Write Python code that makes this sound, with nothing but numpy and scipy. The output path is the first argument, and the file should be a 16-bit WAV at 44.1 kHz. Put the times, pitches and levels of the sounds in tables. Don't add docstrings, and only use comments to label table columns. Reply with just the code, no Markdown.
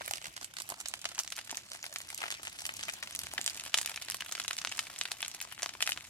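import sys
import numpy as np
from scipy import signal
from scipy.fft import rfft, irfft
from scipy.io import wavfile
from scipy.ndimage import uniform_filter1d

SR = 44100
rng = np.random.default_rng(int(sys.argv[2]) if len(sys.argv) > 2 else 0)


def int16_out(signal):
    q = np.round(np.clip(np.atleast_2d(signal).T, -1, 1) * 32767)
    wavfile.write(sys.argv[1], SR, q.astype(np.int16))


N = 268569

# start in seconds, midrange level in dB, thump, fizz and sizzle
# in dB before band weighting, scatter in dB against the burst, ring pitch in Hz.
STALK_POPS = [(0.0092, -40.5, 10.5, -4, -10.0, 5, 865), (0.0177, -36, -3, -13, -9, -5, 1630),
              (0.0505, -66, -4, 7.0, 13.0, -3, 5640.0), (0.0572, -51, -10, -2, 7, -18, 840.0),
              (0.0619, -48, -10, 12, 22, -25, 9530.0), (0.078, -33.5, 2.5, -2.0, 17, 7, 2070.0),
              (0.0866, -57, -2, 0.0, 1.0, 3.0, 2500.0), (0.1108, -33.5, -1.5, 5, 13, -3, 790),
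              (0.137, -30, -4, 12, 6, -15, 2860), (0.1566, -42, 1, 7, 11, 3, 5000),
              (0.1721, -44.5, 1, 14, 10, -1, 2630.0), (0.182, -39.5, -8, -1, 2, -7, 2000.0),
              (0.2172, -45, 3, 2, -9, -11, 2000), (0.224, -44, -11, -1, 1, 4, 2500),
              (0.2437, -38, -1, 7.0, 2, -3, 2150), (0.257, -35, -9.5, -2, 0, -6, 1480.0),
              (0.2685, -41.5, -0.5, 7, 8, 1, 760.0), (0.3654, -40, -1, 11, 5, 4, 1550),
              (0.3778, -39.5, -2, -11, -5, -15, 1980.0), (0.4127, -42.5, 3, 13, 8.0, 3, 1570.0),
              (0.4219, -47, 6, -1.0, -1, 18, 745), (0.4296, -43.5, 0, 18, 13, -2, 1480.0),
              (0.4438, -39.5, -5, 11, 14, 16, 8450), (0.5373, -46.5, 3.5, 10, 14, 20, 1480.0),
              (0.5683, -35.5, -13, 2, -1, -4, 1670), (0.5848, -38.5, -1, 12, 11, 12, 1980.0),
              (0.6015, -38, -2, 7, 9, 0, 7510.0), (0.6072, -44.5, 1, 1, -2, -4, 1110.0),
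              (0.6205, -44, -8, 18, 22, -9, 5030), (0.6912, -41.0, -2, 3, 23, -5, 1880.0),
              (0.7, -41, 8, 18, 18, 12, 774), (0.709, -44, 5, 7, 15, 2, 800),
              (0.7214, -40, 6, -11, 6, 1, 776), (0.7412, -45, 1, 1, 4, -3, 770),
              (0.8019, -43.0, 3, 19, 18, 2, 7880.0), (0.8111, -41.5, -1, 5, 11, 0, 7160.0),
              (0.8583, -33.5, -6.5, 1, -2, 1, 5200), (0.8753, -49, -15, 14, 19, 1, 7000),
              (0.8856, -46.5, -14, 21, 26, -8, 7700), (0.9391, -30, -9.5, -1, -1, -9, 790),
              (1.0167, -48, -11, 21, 22, -11, 8300.0), (1.0441, -39, -6, 10, 6, -11, 1350.0),
              (1.0541, -26.5, -2, 6.5, -9, 6, 3070), (1.0893, -40, -7, 6, 9, 3, 4240.0),
              (1.117, -43, 0, 6, 7, 1, 1300), (1.1491, -44.5, -7, 22, 15, -5, 1880.0),
              (1.157, -47, -13, 21, 8.5, -18, 5920.0), (1.1796, -35.5, -4.5, -11, 3, 9, 1330),
              (1.1902, -32.5, -2, 19, 7, -1, 5750), (1.199, -35, -8, 6, 21, -9, 1270),
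              (1.2052, -43, 0, 19, 1, -5.0, 2500.0), (1.2353, -48, -13.0, 14, 15, -10, 5380.0),
              (1.2776, -39, -13, 11.0, 3, -9, 2000.0), (1.3035, -46, -17, 17, 19, -6, 2170.0),
              (1.3224, -32.5, -10, 4, 4.0, 3, 1480), (1.3611, -49, -13.0, 14.0, 11.5, -2, 5920.0),
              (1.3657, -45, -16, 13, 23, -7, 7160.0), (1.373, -42, -5, 0, 7, 7, 1300.0),
              (1.3804, -37.5, -2, -6, 10.0, -2, 2020), (1.3896, -33, -6, 0, -9, -2, 740),
              (1.4127, -44, -16, 3, 3.0, 2, 4040.0), (1.4748, -44, -3, 2, 8, -0.0, 1880.0),
              (1.4951, -37.5, -4, 6, -6.0, 2, 2020), (1.5074, -38, -5, 5, -10, -12, 5920.0),
              (1.5134, -39.5, -4, 6, 14.5, -12, 6500), (1.5274, -44.5, 12, -6, -11, 1, 800),
              (1.5463, -38.5, -11, 0.0, 1.0, 0, 3500.0), (1.5559, -49, 2, 13.0, 22, -13, 5640.0),
              (1.5716, -42.5, 5, 26, 19, -7, 6300), (1.5759, -37.5, -6, -6, 7, 4, 1760),
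              (1.7018, -53, -11, 19, 21, -5, 4450.0), (1.718, -39.5, -2, 21.5, 6, -11, 1370),
              (1.7335, -43, -5, 18, 20, -6, 4660.0), (1.7397, -49, -8, 6, 17, -1, 4660.0),
              (1.7447, -43, -3, 4, 4, 5, 1710.0), (1.7502, -45.5, 4.5, 15, 12, -8, 1280),
              (1.7594, -46, -1, 7, 5, 0, 7880.0), (1.8291, -46, -1, 20, 11, -17, 5700),
              (1.8413, -34.5, -5, -11, 5, -3, 1960), (1.8535, -44, 1, 10, 7.0, 5, 5130.0),
              (1.8635, -37, -4, -1, 8, 7, 4800), (1.9271, -43, 0.0, 12, 8, -3, 1800.0),
              (1.9402, -55.5, -8.5, 18.0, 36, -19, 5960.0), (1.9605, -30.5, -8.5, 1, -2, -6, 1840),
              (1.9857, -48.5, -1.0, 18, 32, -5.0, 6830.0), (2.0042, -41, -1, 2, 7.0, -18, 1880.0),
              (2.0158, -43.5, -5, 21, 20, 1, 1980.0), (2.0896, -49, -26, 19, 17, -10, 860.0),
              (2.1029, -37, -8.0, -2, 13, -4, 2140), (2.1284, -45, 2.5, 10, 10.0, 1, 845),
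              (2.1469, -50.5, -13, 26, 37, -15, 7700), (2.1766, -42.5, -15, 13, 11, 7, 8900),
              (2.1853, -40, -18, 0, 3.5, -1, 1980.0), (2.1914, -48, 4, 0.0, 0, -13, 2510.0),
              (2.2037, -39.5, -2, 1, 4, 10, 5640.0), (2.2168, -32.5, 2, -7, -2, 7, 2370),
              (2.2308, -33, -8, -13, -3.0, -8, 1980.0), (2.2385, -29.5, -2, -12, -13.5, -4.0, 1480),
              (2.2577, -37, -4, -8, -8, -4, 860.0), (2.2649, -35.5, -5, -11.0, -8.0, -6, 3500.0),
              (2.2809, -36, -2, 0.0, -1, 3, 1880.0), (2.3047, -33, -7, 5, 9, -7, 1870),
              (2.314, -35.5, -7, 14, 3, -4, 1890.0), (2.3227, -33, 1, 8, 6, 3, 3240),
              (2.3418, -39, -13, -1, -6, -5, 1170.0), (2.3499, -40, -12, -2.0, -7.0, -1, 2280.0),
              (2.3972, -47.5, 9.5, -6.0, -7, 0, 3040.0), (2.4319, -41.5, 4, 10, 19, 1, 3340.0),
              (2.4519, -39.5, -11, 5.0, 7.0, -2, 1980.0), (2.4719, -32.5, -10.5, -19, -8.0, -8, 2870),
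              (2.4793, -41.5, 0.5, 16, -5, -12, 875), (2.5884, -38.5, -17, 3, 5, 2, 1900.0),
              (2.5951, -45.0, -20, 13, 9.0, -8, 1900), (2.6051, -42, -6, 9, 14, 4, 4450.0),
              (2.6183, -44, 2, 15, 10.0, 10, 840), (2.6539, -32, -7.5, 8, 11, -6, 2960),
              (2.6654, -37, -6, 15, 25, -5, 2600.0), (2.6923, -30, -6, -16, -6, -4, 1890),
              (2.7396, -47.5, -12, 22, 26, -9.0, 3180.0), (2.7675, -44, -12, 19, 18, 4, 1120.0),
              (2.7784, -57, -10, 8, 10, -5.0, 4890.0), (2.7936, -36.5, -5, 0, 5, -3, 2900.0),
              (2.8109, -41.5, -8, 9, 0, -12, 1800.0), (2.8287, -35, -3.5, 4, 1, 10, 3270),
              (2.8364, -34, -8.5, 2, 1, -9, 6340), (2.8526, -44, -2, 10, 2.0, 3, 1120.0),
              (2.8832, -33, -1, -8.0, 2.0, 5, 2270), (2.8909, -28.5, -7.5, -28, -5, -5, 2400),
              (2.8982, -35, -13, 6, -1, -7, 1800.0), (2.9364, -42.5, 2, 11, 17, 6, 6700),
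              (3.0269, -31.5, -7.5, -1, 0, 2, 1900), (3.0349, -38, -2.5, 10, 4, -2, 2920),
              (3.0741, -38.5, -8, 2, 2, -1, 2680), (3.1098, -43, -4, 7, 20, -13, 3500.0),
              (3.1273, -52, -6.0, 20, 7.5, -11, 5920.0), (3.1507, -34.5, -14, -2, 15, -5, 7900),
              (3.1619, -42, -4, 22, 23, -24, 5540), (3.1916, -36, -11, 12.5, 25, -10, 5360),
              (3.2159, -41, -8, 6, 13, 1, 2890.0), (3.2355, -38, -1, 11.0, 19, -2, 3180.0),
              (3.2693, -36.5, -2.0, 5, 3.0, -15, 2370), (3.3151, -41.5, -18, 0, -7, -15, 2890.0),
              (3.3377, -44.5, 7, 10, 28, -24, 844), (3.3581, -49, -23, -2, 0, -19, 2500.0),
              (3.3794, -24.5, -10.5, -10.5, -17, 2, 1720), (3.3918, -49.5, 15, 1, 16, -5, 784),
              (3.4141, -35, -14, 4.0, 13, -10, 7160.0), (3.4308, -53, -9.0, 13, 11, -12, 7160.0),
              (3.4436, -42, -20, 8, 20, -16.0, 7880.0), (3.4631, -32, -5, 17, 16, -7, 8000.0),
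              (3.4779, -26.5, -9, 8, 9, -7, 3130), (3.4989, -37.5, -13, 10, 10.5, -8, 4930.0),
              (3.5047, -43, -8, 3.0, 13, 3, 860.0), (3.5462, -44.5, -13, 16, 13, -3, 2070.0),
              (3.5549, -44.5, 4, 11, 5, 5, 1480.0), (3.5667, -46.5, 1.5, -2, 16, -9, 8760.0),
              (3.574, -39, -12, 0, 2, 6.0, 6210.0), (3.5979, -35, -21, 7, 6, -6, 2780.0),
              (3.6088, -42, -18, 0, 0, 3.0, 6830.0), (3.6382, -47, -6, 16, 29, -20, 9090.0),
              (3.652, -41, -13, 6, 14, -2, 2800), (3.6622, -38.5, -3, 3, 2, -2, 810.0),
              (3.679, -44, -1, 9, 8, -8, 5130.0), (3.7429, -17, -9, 0, -3, -3, 3270),
              (3.7605, -50, 11, -2, 2, 2, 2500.0), (3.7731, -35, -3, 3, 3, -18, 1800.0),
              (3.7764, -32, -7, 15, 16, -3, 7960), (3.7864, -27, -9, 3, 7, -5, 7700),
              (3.8144, -36, -5, 11.0, 21, -5, 7700), (3.8304, -42, -12.0, 11, 13, -11, 1630.0),
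              (3.8475, -38, -11, 1.0, -3, 7, 860.0), (3.8603, -32.5, -4, 12, 22, -6, 2710),
              (3.8749, -34, -13.0, 2, 5, -2, 2340), (3.8883, -42, -7, -2, 5.0, -3, 1120.0),
              (3.8956, -35, -3.5, 4, 14, -2, 1360.0), (3.9156, -38.0, -2.5, 3, -8, 3, 710),
              (3.9422, -38.5, -4, -2, 8, 0, 3370.0), (3.9612, -37, -19, 1, 15, -18, 5700),
              (3.9747, -32.5, -10, -12, -16, 0, 2500), (4.0154, -40, -11, 1, 6.0, 3, 2170.0),
              (4.0225, -40, -7, 10, 13, -11, 2500.0), (4.0252, -39.5, -4, 10, 10, -1, 3520),
              (4.0487, -45.5, -6, 6.0, 14, -1.0, 7880.0), (4.0603, -56, -15, 15, 20, -13, 5920.0),
              (4.0847, -34.5, -2.5, -1, 0.0, -2, 4360.0), (4.094, -47, 0, 7, -3, -7, 780.0),
              (4.1005, -34.5, -8, 9, 23, -13, 1790), (4.1084, -48, 2, 1.0, 3.0, -7, 2500.0),
              (4.1112, -43, -12.5, 15, 19, -15, 5130.0), (4.1204, -36, -9, 3, 12, -4, 3060),
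              (4.1451, -34.5, -4, 6, 19, -5, 1080), (4.1689, -46, -19, 11.0, 20, -4, 5380.0),
              (4.2069, -30.5, -12.0, -2, 1, 1, 2870), (4.2222, -33, -7.5, -3.0, -17, -9, 1670),
              (4.2483, -55, -6, 16.5, 22.0, -10.0, 7510.0), (4.2618, -39, -6, -7, 10.0, 1, 1440),
              (4.2855, -44, -1, 15, 9.0, -5.0, 3040.0), (4.2918, -41.5, -4, 1, 10, 2, 3040.0),
              (4.3141, -44, 4, 18, 18, -10, 4630), (4.3224, -35, -2.5, 8.5, 11, 2, 6950),
              (4.3521, -32.5, -5.0, 9, 0.0, -5, 2370), (4.3776, -39, -2, -2, -6.0, 11, 1500.0),
              (4.3872, -45, -12, 2, 10.0, 2, 5130.0), (4.3994, -28.5, -9, 0, 1, -2, 1380),
              (4.4165, -38, -12.0, 10, 1.5, 5, 3530), (4.427, -47, -4, 10.0, 6.0, 1, 3500.0),
              (4.438, -48, -11, 15, 12.0, 2, 6210.0), (4.4478, -36, -9, -8, -2, 1, 1470),
              (4.4804, -28.5, -8, 9, 6, -1, 3550.0), (4.4871, -55, -11, 7.0, 8.5, -6.0, 1710.0),
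              (4.506, -41, 0, -3, 3, 1, 1500), (4.51, -28, -9, -5, 0, -10, 1350),
              (4.5306, -36, -11, 3, 3, 4, 7160.0), (4.5679, -43, -9, 9.0, 15.0, -23, 8260.0),
              (4.5801, -37, -13.5, 0.0, 10, 11, 2760.0), (4.587, -33.5, -13, 12, -3.0, -8, 5800),
              (4.6154, -37, -6.0, 9, 1, 6, 1350.0), (4.6494, -28, -6, 1, 2, -10, 1410.0),
              (4.6726, -30.5, -2.5, 6, -14, -5, 2890.0), (4.6925, -46.0, -5, 21, 12, 5, 7500),
              (4.7156, -35.5, -5, 3.0, 1, 9, 2280.0), (4.7232, -31.5, -9.5, 3, -11, -10, 2780.0),
              (4.7727, -48, -16, 20, 23, 1, 7510.0), (4.7782, -39, 3.5, 2, 7, 18, 1110.0),
              (4.7915, -24.5, -13.0, 0, 2, -2.5, 1200), (4.8067, -46, -11, 14, 3.0, -7, 2500.0),
              (4.8692, -39.5, -10, -4, -7, -6, 2240), (4.9001, -43.5, 3.5, 3, 8, 1, 1480.0),
              (4.9619, -39.5, -10, -1, -3, -9, 3500.0), (4.9819, -51, -17, 14, 12.0, -7.0, 5380.0),
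              (4.9889, -49, -7, 26, 31, -8, 8670.0), (5.0129, -25, -7, 6, -11, -7, 3440),
              (5.0247, -44, -14, -7, -1, -6, 2170.0), (5.0364, -45, -30, 11, 18, -19.0, 2510.0),
              (5.0545, -29.5, -9, -7, -7, -3, 4000), (5.0861, -44, -1, -5, 8, -5, 2760.0),
              (5.1103, -45, -7, 8, -11, -6, 1480.0), (5.1175, -29, -3.5, 8, 13, -5.5, 4240),
              (5.206, -37.5, -12, -8, 3, -9, 5600.0), (5.22, -42, -29, -3.0, 21, -11, 3040.0),
              (5.2282, -26.5, -8.5, -1, -19, -4.5, 3370.0), (5.2483, -34, -15, 2, -11.0, -2, 4000),
              (5.2611, -40, -5, 8, 3, -1, 1880.0), (5.2814, -41.5, -5, 12, 20, -8, 6960),
              (5.315, -43, -5, 8, 8, -3, 5640.0), (5.3478, -41.5, 1, 9, 18, -4, 5800),
              (5.4036, -38, -20, 4, -1, -18.0, 4660.0), (5.4139, -35, -7, 6, 20, 1, 2280),
              (5.4242, -46.5, -9, 32, 8, 8, 5530.0), (5.449, -45.5, 5.5, 10, -1.0, 18, 1060),
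              (5.5161, -45.5, -4, -14, 2, -11, 2000), (5.5233, -38, -4, -9, 10, 10, 2840),
              (5.579, -43.5, -1, -9, -2, -13, 1480.0), (5.5907, -43, -11, -11, 1, -2.0, 6830.0),
              (5.5954, -40.0, 0, -5, 2, 1, 1710.0), (5.6223, -38, 0, 17, 14, -11, 2130),
              (5.6306, -31.5, -1, 11, 7.0, -3, 6070), (5.6407, -37.5, -3, -12, 0, 8, 2760.0),
              (5.661, -32, -0.5, 8, 2, -14, 1150), (5.6921, -35.5, -7, 4, -9.0, 0, 1030),
              (5.7374, -43.0, -7, 1, 7, 1, 5130.0), (5.7517, -43.5, 3.5, -6.0, -7.0, -6, 1130.0),
              (5.8059, -30.0, -11.5, -11, -4, 1, 1330), (5.8185, -41, -19, 10, 16, 1, 5130.0),
              (5.8254, -21, -8, 8, 5, -6.5, 2930), (5.8548, -54, -7, 14, 10, -6, 8000),
              (5.8611, -39, 1, 1.0, 3.0, 1, 2500.0), (5.866, -39, -1, 16, 10, -5.0, 5700.0),
              (5.8754, -25, -9, -2, -1, -7, 1720.0), (5.8924, -27.5, -2, -6, 11, -2, 2330),
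              (5.9, -39.5, -5, 17, 20.0, -14, 8340), (5.9089, -44.5, -11, 12.0, 20, -5, 8300.0),
              (5.9202, -25.5, -14.5, 1, -3, -9, 2780), (5.9295, -40.0, -13, 10, 5, -2, 5380.0),
              (5.9749, -34.5, -8.5, 1, -4, -8, 1410.0), (6.0086, -42.5, -19, 3, -7.0, -24, 2170.0),
              (6.0519, -46, -14, -7, -8, -20, 2280.0)]
# time in seconds, lag of the left port in samples,
# left-minus-right pan in dB before band weighting.
CAMERA_HEADING = [(0, 18.5, -12.5), (.4, 14, -11.5), (.8, 7.5, -10.5), (1.1, 4, -7), (1.5, -5, -6),
                  (1.9, -7, -5.5), (2.4, -9.5, -4.5), (2.9, -7.5, -4.5), (3.3, -6, -4.5), (3.8, -2.5, -4.5),
                  (4.2, -2, -4.5), (5, -2.5, -2.5), (6.1, -3.5, 2)]
# time in seconds, base level of the fine crackle in dB.
BLAZE = [(0.0, -43.5), (0.39, -53.5), (1.24, -48.5), (1.37, -52.5), (1.51, -53.5), (1.78, -51.5),
         (2.28, -46), (2.53, -47.5), (2.75, -46), (3.15, -48.5), (3.34, -46), (3.93, -48.5), (4.16, -49.5),
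         (4.58, -48.5), (4.75, -44.5), (5.63, -51), (5.75, -52), (6.09, -48.5)]
# frequency in Hz, seconds to fall 60 dB.
SLOPE_DECAY = [(500, 0.057), (2500, 0.058), (8000, 0.085), (14000, 0.077)]
# frequency in Hz, relative level in dB.
HISS_TONE = [(300, -39), (500, 13), (1000, -3), (2500, 13), (7500, 9), (10000, -3), (13500, 0),
             (16500, -23)]
RUMBLE_TONE = [(30, -11), (62, 6), (100, -1.5), (250, -6), (350, -6.5), (470, -13.5), (700, -24),
               (1200, -64)]
# time in seconds, gain in dB.
RUMBLE_SWELL = [(0, -4.5), (1, -4), (2, -5.5), (2.8, -2.5), (3.4, -1), (4, -2), (5, -4), (6.1, -3)]
# frequency in Hz, correlation from 0 to 1.
PORT_LIKENESS = [(60, 0.99), (300, 0.84), (1000, 0.24), (3000, 0.061), (10000, 0.06)]
# start in seconds, level in dB before the envelope, pitch in Hz.
HAND_BUMPS = [(0.094, -42, 100), (0.275, -47, 133), (0.714, -45, 116), (1.523, -46, 260)]
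# frequency in Hz, left minus right in dB.
PORT_COLOUR = [(400, -.5), (900, 0.5), (1250, 5), (1700, 5.5), (2600, 4), (3400, 1.5), (4300, -2.5),
               (5800, 0), (7200, -3.5), (8600, 1), (12000, 3), (16000, 7)]
# centre in Hz, width in Hz, gain in dB.
CAMERA_BODY = [(471, 110, -7.5), (677, 87, 4), (3010, 154, 2), (8430, 2700, 2)]

SIZE = 2048
SIDES = np.array([.5, -.5])


def gain_of(db):
    return 10 ** (np.asarray(db) / 20)


def unit_rms(x):
    return x / np.sqrt(np.mean(x ** 2) + 1e-20)


def at_hz(points, hz):
    f, value = np.transpose(points)
    return np.interp(np.log(hz + 1), np.log(f + 1), value)


def at_time(curve, s, column=1):
    return np.interp(s, np.transpose(curve)[0], np.transpose(curve)[column])


def causal(db):
    cepstrum = irfft(db * np.log(10) / 20, SIZE)
    cepstrum[..., 1:SIZE // 2] *= 2
    cepstrum[..., SIZE // 2 + 1:] = 0
    return np.exp(rfft(cepstrum))


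def stalk_burst(noise, level_db, hz, t, tear_s):
    fibres = noise * gain_of(-60 * abs(t - tear_s) / 0.0047)
    fibres = rfft(fibres / np.linalg.norm(fibres, axis=1, keepdims=True))
    fibres *= np.exp(2j * np.pi * hz * tear_s)
    ragged = np.clip(0.3 - 0.029 * (level_db + 35.5), 0.1, 1)
    return 1 / (1 + 1j * hz / 9000) + ragged * fibres * hz / np.hypot(hz, 1500)


def ground_bounce(jitter, hz):
    delay_s = 0.002276 * (1 + 0.194 * jitter)
    return 0.37 * np.exp(-2j * np.pi * hz * delay_s) / (1 + (hz / 4500) ** 2)


def brush_scatter(noise, hz, t):
    twigs = noise * gain_of(4 * noise[:, :1, ::-1])
    twigs = twigs * gain_of(-60 * t / 0.021) * np.clip(t / 0.0012, 0, 1) ** 2
    twigs = rfft(twigs / np.linalg.norm(twigs, axis=2, keepdims=True)) * hz / np.hypot(hz, 500)
    shared = 0.47 + 0.58 / (1 + (hz / 1500) ** 2)
    return shared * twigs[:, :1] + np.sqrt(abs(1 - shared ** 2)) * twigs[:, 1:]


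def stalk_cracks(rows, tear_s=.003, ring_db=6, ring_width=0.14, push_hz=1900):
    s, level_db, thump, fizz, sizzle, scatter_db, ring_hz = np.transpose(rows)[:, :, None]
    hz, t = np.fft.rfftfreq(SIZE, 1 / SR), np.arange(SIZE) / SR
    pan = at_time(CAMERA_HEADING, s, column=2) + rng.standard_normal(s.shape)
    noise = rng.standard_normal((len(rows), 3, SIZE))

    def bands(*values):
        return at_hz(list(zip((60, 350, 900, 2600, 6500, 11500, 16000), values)), hz)

    colour_db = (bands(-42, -3.5, 0.29, 0, -6, -11.5, -33)
                 + thump * bands(2.75, 1.4, 0.94, 0, 0, 0, 0)
                 + fizz * bands(0, 0, 0, 0, 0.79, 0, 0)
                 + sizzle * bands(0, 0, 0, 0, 0, 0.76, 0.87)
                 + ring_db / (1 + ((hz / ring_hz - 1) / ring_width) ** 2))
    burst = stalk_burst(noise[:, 2], level_db, hz, t, tear_s)
    bounce = gain_of(scatter_db) * ground_bounce(noise[:, 0, :1], hz)
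    scatter = gain_of(scatter_db + 1)[:, None] * brush_scatter(noise, hz, t)
    spectra = ((burst + bounce)[:, None] + scatter) * causal(colour_db)[:, None]
    spectra *= (1j * hz - push_hz) / (1j * hz + push_hz)
    mids = spectra[..., (hz > 1500) & (hz < 4500)]
    spectra /= np.sqrt(np.sum(abs(mids) ** 2, axis=(1, 2), keepdims=True) / SIZE / (.002 * SR))

    port_lag = at_time(CAMERA_HEADING, s) + 1.29 * noise[:, 1, :1]
    lag = port_lag[:, None] * SIDES[:, None] + 13.9 + tear_s * SR
    shade_db = bands(.1, 0.08, 0.027, 0.45, 0.22, 0.84, 1.45) * pan[:, None] * SIDES[:, None]
    spectra *= gain_of(level_db[:, None] + shade_db) * np.exp(-2j * np.pi * hz * lag / SR)
    starts = np.round((s[:, 0] - tear_s) * SR).astype(int) + SIZE - 24
    out = np.zeros((2, N + 2 * SIZE))
    for start, crack in zip(starts, irfft(spectra)):
        out[:, start:start + SIZE] += crack
    return out[:, SIZE:SIZE + N]


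def fine_crackle(per_second=200):
    count = int(per_second * N / SR)
    s, luck = rng.uniform(0, N / SR, count), rng.standard_normal((5, count))
    level_db = at_time(BLAZE, s) - 10.5 + 3.5 * np.minimum(rng.exponential(1, count), 3.5)
    thump, fizz = -7 + 4 * luck[0], 3 + 5 * luck[1]
    sizzle, scatter_db = fizz + 4 * luck[4], 1.5 + 3 * luck[2]
    ring_hz = 2780 * 2 ** (-1.6 * (fizz - thump - 10.5) + 0.44 * luck[3])
    return stalk_cracks(np.c_[s, level_db, thump, fizz, sizzle, scatter_db, ring_hz])


def slope_echoes(fire):
    taps = np.zeros((3, SR // 4))
    slots = np.arange(300, SR // 4 - 20, 20)
    arrivals = slots + rng.integers(0, 20, (3, len(slots)))
    np.put_along_axis(taps, arrivals, rng.choice([-1., 1.], arrivals.shape), 1)
    hz, t, spectra = signal.stft(0.34 * taps[0] + 1.4 * taps[1:], SR, nperseg=256)
    decay = gain_of(-60 * t / at_hz(SLOPE_DECAY, hz)[:, None])
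    tail = signal.istft(spectra * decay, SR, nperseg=256)[1]
    return signal.fftconvolve(fire, tail / np.linalg.norm(tail[0]), axes=1)[:, :N]


def diffuse_noise(tone, patch_db, blaze_share, spurt_db):
    frames, hz = N // 256 + 5, np.fft.rfftfreq(1024, 1 / SR)
    left_re, left_im, own_re, own_im, patches = rng.standard_normal((frames, 513, 5)).T
    patches = unit_rms(uniform_filter1d(uniform_filter1d(patches, size=45, axis=0), size=7, axis=1))
    flicker = unit_rms(uniform_filter1d(rng.standard_normal(frames), size=5))
    spurts = np.outer(hz ** 2 / (hz ** 2 + 8000 ** 2), flicker)
    blaze_db = at_time(BLAZE, np.arange(frames) * 256 / SR)
    motion_db = patch_db * patches + spurt_db * spurts + blaze_share * (blaze_db - blaze_db.mean())
    shared = at_hz(PORT_LIKENESS, hz)[:, None]
    left = left_re + 1j * left_im
    right = shared * left + np.sqrt(1 - shared ** 2) * (own_re + 1j * own_im)
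    spectra = np.array([left, right]) * gain_of(at_hz(tone, hz)[:, None] + motion_db)
    return unit_rms(signal.istft(spectra, nperseg=1024, noverlap=768)[1][:, :N])


def grass_sizzle(per_second=1500, spread_db=3.5, clump_db=4.5):
    s, t = np.arange(N) / SR, np.arange(200) / SR
    clumps = unit_rms(uniform_filter1d(rng.standard_normal(N), size=900))
    sizes = gain_of(spread_db * np.minimum(rng.exponential(1, N), 4))
    hits = sizes * (rng.random(N) < per_second / SR) * gain_of(clump_db * clumps + at_time(BLAZE, s))
    blade, out = rng.integers(0, 16, N), np.zeros((2, N))
    for k, hz in enumerate(rng.permutation(np.geomspace(900, 11000, num=16))):
        tick = np.exp(-t * hz * 1.14) * np.sin(2 * np.pi * hz * t) * np.sqrt(hz)
        ticks = signal.oaconvolve(hits * (blade == k), tick)[:N]
        for port, side in enumerate(SIDES):
            lag = np.round(side * (at_time(CAMERA_HEADING, s) + k % 5 - 2)).astype(int)
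            out[port] += ticks[np.clip(np.arange(N) - lag, 0, N - 1)]
    return unit_rms(out)


def hand_bumps():
    out, t = np.zeros(N), np.arange(3000) / SR
    envelope = np.clip(t / 0.0063, 0, 1) * gain_of(-60 * t / 0.053)
    for s, db, hz in HAND_BUMPS:
        out[round(s * SR):][:len(t)] += gain_of(db) * envelope * np.sin(2 * np.pi * hz * t)
    return out


def scene():
    fire = stalk_cracks(STALK_POPS) + fine_crackle()
    echoes = gain_of(-11.5) * slope_echoes(fire)
    hiss = gain_of(-60) * diffuse_noise(HISS_TONE, patch_db=5.3, blaze_share=0.29, spurt_db=6.5)
    sizzle = gain_of(-60) * grass_sizzle()
    rumble = diffuse_noise(RUMBLE_TONE, patch_db=1.5, blaze_share=0.088, spurt_db=-2)
    rumble *= gain_of(-61.5 + at_time(RUMBLE_SWELL, np.arange(N) / SR))
    return fire + echoes + hiss + sizzle + rumble + hand_bumps()


def record(dry):
    hz = np.fft.rfftfreq(SIZE, 1 / SR)
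    body_db = sum(db / (1 + (2 * (hz - centre) / width) ** 2) for centre, width, db in CAMERA_BODY)
    ports = irfft(causal(body_db + np.outer(SIDES, at_hz(PORT_COLOUR, hz))))
    heard = signal.oaconvolve(dry, ports, axes=1)[:, :N]
    heard = signal.sosfilt(signal.butter(3, 52, "high", fs=SR, output="sos"), heard)
    top_cut = signal.firwin(511, 16650, window=("kaiser", 9), fs=SR)
    return signal.oaconvolve(heard, top_cut[None], "same")


dry = scene()
out = record(dry)
int16_out(out)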